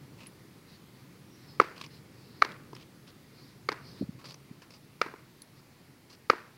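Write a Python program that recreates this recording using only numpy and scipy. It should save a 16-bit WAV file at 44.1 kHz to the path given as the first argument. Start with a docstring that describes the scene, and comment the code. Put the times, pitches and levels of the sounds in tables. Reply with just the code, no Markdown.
"""Child in oversized high heels

A small child shuffles over a concrete yard. Each heel strike makes the shoe ring with a hard clack,
the loose shoe rattles after it, and walls answer briefly. Between steps the sole grinds over grit
and once squeals faintly as it twists. A small metal trinket tinks and a hand bumps the microphone.
Soft swishes and a low outdoor rumble lie underneath."""
import sys
import numpy as np
from scipy import signal
from scipy.fft import rfft, irfft, next_fast_len
from scipy.io import wavfile
from scipy.ndimage import uniform_filter1d, map_coordinates

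SR = 44100
rng = np.random.default_rng(int(sys.argv[2]) if len(sys.argv) > 2 else 0)


def wrap_up_sound(samples):
    """Save the sound to the file named by the first command line argument, as 16-bit audio."""
    columns = np.atleast_2d(samples).T
    # keep every value between -1 and 1, then stretch to whole-number steps
    tamed = np.clip(columns, -1, 1)
    steps = np.round(tamed * 32767).astype(np.int16)
    wavfile.write(sys.argv[1], SR, steps)


N = 289737

# how loud the distant rumble is over time: time_s, level_db
RUMBLE_LEVELS = [(0.0, -52.5), (0.69, -56), (2.47, -52.5), (2.93, -54.5), (3.66, -55.5), (3.95, -51.5),
                 (4.34, -55), (4.65, -58), (6.57, -59.5)]
# the tone of the rumble, the air and the swishes: frequency_hz, level_db
RUMBLE_TONE = [(20, -38.5), (45, -19.5), (75, -8), (135, 3.5), (200, -2), (350, -5.5), (550, -15.5),
               (900, -51.5)]
AIR_TONE = [(200, -3), (500, -1), (800, 0), (1150, 0.5), (1600, -3), (2050, -1), (3000, -6), (4700, -7),
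            (6300, -11), (8500, -13.5), (10700, -11.5), (12500, -13.5), (15800, -14)]
SWISH_TONE = [(2000, -6), (3300, -14), (4300, 1), (5000, -1), (5800, -11), (7000, -23)]
# soft high swishes between the steps: start_s, length_s, level_db
SWISHES = [(0.653, 0.14, -62.5), (0.89, 0.17, -71), (1.3, 0.32, -66.5), (1.884, 0.13, -61.5),
           (2.091, .4, -66), (3.306, 0.28, -64), (3.795, 0.285, -59), (5.551, .067, -67.5)]
# soft bumps on the microphone's case: time_s, level_db, pitch_hz
BUMPS = [(4.0144, -21, 249), (4.022, -29.5, 450), (4.029, -24, 234), (4.039, -32, 151), (4.094, -28, 189),
         (4.155, -43, 129), (4.5147, -35.5, 209)]
# touches on the trinket: start_s, ring_db, tick_db
TINKS = [(0.2684, -56.5, -53.5), (5.419, -57, -48)]
# the notes the trinket rings with: pitch_hz, level_db, fade_s (time to fall by 60 dB)
TRINKET_NOTES = [(10550, 16, 0.041), (10820, -9.5, 0.087), (11160, 9, .025)]
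# the tone of the trinket's tick: frequency_hz, level_db
TICK_TONE = [(2500, -42), (4300, 5), (6500, -11), (9000, -4.5), (11000, -19), (15000, -10)]
# the squeal of the twisting sole: time_s, pitch_hz, level_db
SQUEAL = [(1.27, 5660, -89), (1.33, 5650, -66), (1.42, 5480, -74), (1.5, 5100, -60), (1.59, 5000, -70)]
# the shoe dragged over concrete: start_s, length_s, level_db, pitch_hz
DRAGS = [(0.167, 0.12, -54.5, 2580), (1.747, .13, -50.5, 2870), (2.74, 0.11, -58.5, 3420),
         (3.067, 0.05, -56, 3700), (4.18, 0.088, -56.5, 1240), (4.235, 0.11, -50.5, 4660),
         (4.607, 0.057, -58.5, 1750), (4.702, 0.085, -58, 4900), (6.091, 0.071, -56, 4700)]
# large grains that snap under the sole: start_s, level_db, pitch_hz
GRAINS = [(1.7779, -43, 4380), (1.8115, -32.5, 3800), (1.8616, -44.5, 5030), (2.5172, -44, 3480),
          (2.7492, -42.5, 5240), (2.7634, -43, 3000), (4.3063, -40.5, 3870), (4.3411, -41, 5800),
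          (4.7045, -45.5, 5070)]
# the tone of grit scraped by the sole, and crushed by the heel: frequency_hz, level_db
SCRAPE_TONE = [(200, -14), (480, 6), (720, -2.5), (1100, 4), (1600, -5.5), (2600, 0), (3600, -6),
               (4900, -1), (6800, -12), (15000, -24)]
CRACK_TONE = [(200, -13), (800, 6.5), (1500, 2), (2700, 1), (3300, -4), (4600, -3), (6200, -11.5),
              (7200, -20), (11000, -27), (16000, -30.5)]
# how long the walls' echo lasts: frequency_hz, fade_s
ECHO_FADES = [(200, 0.5), (1200, 0.54), (2500, 0.43), (5000, 0.5), (12000, 0.53)]
# the tone of that echo: frequency_hz, level_db
ECHO_TONE = [(100, -25), (250, -5.5), (450, 1), (750, -7), (1250, 2), (2300, -2.5), (3200, -17),
             (4600, -15), (7000, -29.5), (14000, -35)]
# the notes a struck shoe rings with: pitch_hz, level_db, fade_s
SHOE_NOTES = [(257.1, -13, 0.02), (432, -1.5, 0.0078), (940, -20.5, 0.002), (1224, 2.5, 0.0033),
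              (1480, -11.5, 0.0026), (1907, 1.5, 0.0024), (2184, 6, 0.0036), (2600, -9.5, 0.0053)]
# those notes form three bands, a low knock, a middle clack and a high snap: low_hz, high_hz
SHOE_BANDS = [(250, 700), (700, 1650), (1650, 3000)]
# heel strikes, where flex multiplies the shoe's pitch as it bends:
# start_s, clack_db, knock_over_clack_db, flex, crack_db, crack_hz
STEPS = [(1.5986, -10, -8, 1.012, -29.5, 4570), (2.4206, -11.5, -22, 1.022, -23.5, 3800),
         (3.6875, -26.5, -0.5, 0.992, -29, 4540), (5.014, -20, -8.5, 1.055, -26.5, 4800),
         (6.2982, -12, -6, 1.04, -23, 4900)]
# the loose shoe flops against the ground: start_s, level_db, hardness_db
FLOPS = [(1.614, -28.5, -1.5), (2.416, -45, 8.5), (2.4473, -39.5, 13), (2.73, -42, -5), (3.717, -39.5, 9),
         (3.724, -41, 10), (5.0607, -39.5, -6), (5.1377, -43.5, -7), (6.3323, -34, -19), (6.3486, -65, 3)]

SLIPS_PER_S, SLIP_FADE_DB, SLIP_SCATTER_DB = 67, 9.5, 3  # a dragged sole sticks and slips
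FIRM_CLACK_DB, FIRM_SNAP_DB, SNAP_GROWTH = -12.5, -23, 0.33  # snap gains 0.33 dB per dB of clack
FLOP_FLEX = 0.81  # with no weight on it the shoe rings lower
TOP_HZ = 15850


def amp(db):
    """Turn decibels into a gain."""
    return 10 ** (np.asarray(db) / 20)


def unit(x):
    """Scale x to an average (rms) level of 1."""
    return x / np.sqrt(np.mean(x ** 2) + 1e-20)


def along(points, hz):
    """Read between (frequency, value) points on a log frequency axis."""
    frequencies, values = np.transpose(points)
    return np.interp(np.log(hz + 1), np.log(frequencies + 1), values)


def curves(rows):
    """One value per sample for each column after the time."""
    times, *columns = np.transpose(rows)
    return [np.interp(np.arange(N) / SR, times, column) for column in columns]


def wobble(rate):
    """A smooth curve through `rate` random points a second."""
    return map_coordinates(rng.standard_normal(int(N * rate / SR) + 4), [np.arange(N) * rate / SR])


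def filtered(x, gain):
    """Apply a gain that depends on frequency."""
    size = next_fast_len(len(x) + 8192)
    return irfft(rfft(x, size) * gain(np.fft.rfftfreq(size, 1 / SR)), size)[:len(x)]


def coloured(x, tone):
    """Shape x with a tone table, at level 1."""
    return unit(filtered(x, lambda hz: amp(along(tone, hz))))


def resonant(x, hz, boost_db, q):
    """Lift one pitch out of x, at level 1; a higher q makes the peak narrower."""
    return unit(filtered(x, lambda f: 1 + amp(boost_db) / (1 + 1j * q * (f / hz - hz / (f + 1)))))


def rush(tone, patchy_db):
    """Noise at level 1 with random louder and softer patches in time and pitch."""
    bands = signal.stft(rng.standard_normal(N), nperseg=512)[2]
    patches = uniform_filter1d(rng.standard_normal(bands.shape), size=7, axis=0)
    patches = unit(uniform_filter1d(patches, size=18, axis=1))
    return coloured(signal.istft(bands * amp(patchy_db * patches), nperseg=512)[1][:N], tone)


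def press(t, rise_s, hold_s, fade_s):
    """The loudness of one contact: it bites, holds for a moment and lets go."""
    return np.minimum(t / rise_s, 1) ** 2 * amp(-60 * np.maximum(t - hold_s, 0) / fade_s)


def add(track, start_s, sound):
    """Mix a sound into the track from start_s on."""
    start = max(round(start_s * SR), 0)
    part = sound[:max(N - start, 0)]
    track[start:start + len(part)] += part


def yard():
    """Distant rumble with a wavering low drone, and thin air noise that slowly eases."""
    rumble_db, = curves(RUMBLE_LEVELS)
    t = np.arange(N) / SR
    drone = wobble(22) * np.sin(2 * np.pi * 135 * t)
    rumble = amp(rumble_db - 0.5) * (rush(RUMBLE_TONE, patchy_db=0.65) + amp(-8.5) * drone)
    air = amp(-61 - 0.2932 * t) * rush(AIR_TONE, patchy_db=1)
    return rumble + air


def swishes():
    """Soft, narrow hiss that swells and fades as the child moves."""
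    level = amp(-74.5 + 0.5 * wobble(6))  # it never quite stops
    for start_s, length_s, db in SWISHES:
        add(level, start_s, amp(db + 0.5) * signal.windows.tukey(int(length_s * SR), 0.7))
    return level * rush(SWISH_TONE, patchy_db=2.5)


def bumps():
    """A finger shifts on the microphone's case: dull thuds of one or two cycles."""
    out, t = np.zeros(N), np.arange(-SR // 40, SR // 40) / SR
    for time_s, db, hz in BUMPS:
        swell = np.exp(-(t * hz / 0.68) ** 2)
        add(out, time_s + t[0], -amp(db) * swell * np.sin(2 * np.pi * hz * t))
    return out


def trinket():
    """Light touches tick and ring a tiny piece of metal."""
    out, t = np.zeros(N), np.arange(SR // 8) / SR
    onset = 1 - np.exp(-t / 0.00051)
    for start_s, ring_db, tick_db in TINKS:
        ring = np.zeros(len(t))
        for hz, db, fade_s in TRINKET_NOTES:
            level = amp(db + rng.normal(0, 1.8) - 60 * t / fade_s)
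            ring += level * np.sin(2 * np.pi * (hz * t + rng.random()))
        tick = coloured(rng.standard_normal(len(t)), TICK_TONE)
        tick *= press(t, rise_s=0.00043, hold_s=0.0028, fade_s=0.0068)
        add(out, start_s, amp(ring_db) * ring * onset + amp(tick_db) * tick)
    return out


def squeal():
    """The sole twists in place: a thin, unsteady whistle that sinks as it slows."""
    hz, db = curves(SQUEAL)
    t = np.arange(N) / SR
    phase = 2 * np.pi * np.cumsum(hz * (1 + 0.028 * wobble(650))) / SR
    twisting = (t > SQUEAL[0][0]) & (t < SQUEAL[-1][0])
    return amp(db + 3.4 * wobble(89.6)) * np.sin(phase) * twisting


def slips():
    """A gain that jumps at each slip of the sole and fades until the next."""
    count = np.cumsum(SLIPS_PER_S * np.exp(0.25 * wobble(SLIPS_PER_S))) / SR  # uneven gaps
    which = count.astype(int)
    strength_db = SLIP_SCATTER_DB * rng.standard_normal(N)[which]
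    return unit(uniform_filter1d(amp(strength_db - SLIP_FADE_DB * (count - which)), size=64))


def drags():
    """The sole grinds over sand in quick slips, and a few larger grains snap."""
    out, t = np.zeros(N), np.arange(SR // 50) / SR
    rough_noise = rng.standard_normal(N) * amp(1.2 * rng.standard_normal(N))
    sand = coloured(rough_noise * slips(), SCRAPE_TONE)
    for start_s, length_s, db, hz in DRAGS:
        stroke = signal.windows.tukey(int(length_s * SR), 0.5)
        rasp = resonant(sand[int(start_s * SR):][:len(stroke)], hz, boost_db=4.5, q=3.2)
        add(out, start_s, amp(db) * stroke * rasp)
    for start_s, db, hz in GRAINS:
        snap = resonant(coloured(rng.standard_normal(len(t)), SCRAPE_TONE), hz, boost_db=10, q=7.6)
        add(out, start_s, amp(db - 4) * snap * press(t, rise_s=0.0019, hold_s=0.004, fade_s=0.0124))
    return out


def echo(first_db, tail_db):
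    """Sound bounces off the ground and the child, then thinly off fence and house; new for each spot."""
    hz, t, bands = signal.stft(rng.standard_normal(SR // 2), SR, nperseg=256)
    surfaces_db = 2.2 * rng.standard_normal(len(t))  # some surfaces answer louder than others
    fade_db = 60 * t / along(ECHO_FADES, hz)[:, None]
    tail = signal.istft(bands * amp(surfaces_db - fade_db), SR, nperseg=256)[1]
    tail = coloured(tail, ECHO_TONE)
    age = np.arange(len(tail)) / SR
    near = amp(first_db - 60 * age / 0.049)
    far = amp(tail_db) * (1 - np.exp(-age / 0.01))
    return tail / np.std(tail[:SR // 20]) * (near + far) * np.minimum(age / 0.0017, 1)


def blow(x, db):
    """Give x the energy of a 4.5 ms burst at this level."""
    return amp(db) * x * np.sqrt(0.0045 * SR / np.sum(x ** 2))


def strike(flex, knock_db, clack_db, snap_db, crack_db, crack_hz):
    """One contact rings the shoe very briefly and crushes some grit; the yard answers."""
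    t = np.arange(SR // 25) / SR
    tuning = flex * (1 + 0.0052 * rng.standard_normal(len(SHOE_NOTES)))
    rises_s, levels_db = (0.0021, 0.002, 0.00093), (knock_db, clack_db, snap_db)
    shoe = np.zeros(len(t))
    for (low_hz, high_hz), rise_s, band_db in zip(SHOE_BANDS, rises_s, levels_db):
        band = np.zeros(len(t))
        for k, (hz, db, fade_s) in enumerate(SHOE_NOTES):
            if low_hz <= hz < high_hz:
                # neighbouring notes swing against each other at the height of the blow
                note = (-1) ** k * np.sin(2 * np.pi * hz * tuning[k] * (t - 0.0036))
                shape = press(t, rise_s, hold_s=0.0048, fade_s=fade_s)
                band += amp(db + rng.normal(0, 0.92)) * note * shape
        shoe += blow(band, band_db)
    grit = resonant(coloured(rng.standard_normal(len(t)), CRACK_TONE), crack_hz, boost_db=2, q=5)
    # the crack is strongest at first touch
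    bite = press(t, rise_s=0.0016, hold_s=0.005, fade_s=0.012) * amp(-60 * t / 0.028)
    # the bright part of the blow carries farthest
    sound = amp(0.17 * clack_db + 0.64 * snap_db) * echo(first_db=-14, tail_db=-23.5)
    sound[:len(t)] += shoe + blow(grit * bite, crack_db)
    return sound


def heels():
    """The heel comes down hard, and the oversized shoe flops around each step."""
    out = np.zeros(N)
    for start_s, clack_db, knock_over_db, flex, crack_db, crack_hz in STEPS:
        snap_db = FIRM_SNAP_DB + SNAP_GROWTH * (clack_db - FIRM_CLACK_DB)
        add(out, start_s, strike(flex, clack_db + knock_over_db, clack_db, snap_db, crack_db, crack_hz))
    for start_s, db, hardness_db in FLOPS:
        flop = strike(FLOP_FLEX, knock_db=db, clack_db=db - 1.5, snap_db=db - 11.5 + 0.67 * hardness_db,
                      crack_db=db - 8.5 + hardness_db, crack_hz=4900)
        add(out, start_s, flop)
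    # the heels carry no deep bass
    return signal.sosfilt(signal.butter(2, 110, "highpass", fs=SR, output="sos"), out)


def scene():
    """Mix all the sounds into one channel."""
    return (heels() + drags() + squeal() + trinket() + swishes() + bumps() + yard())[None]


def record(dry):
    """The phone keeps nothing above TOP_HZ."""
    return np.array([filtered(x, lambda hz: hz < TOP_HZ) for x in dry])


dry = scene()
out = record(dry)
wrap_up_sound(out)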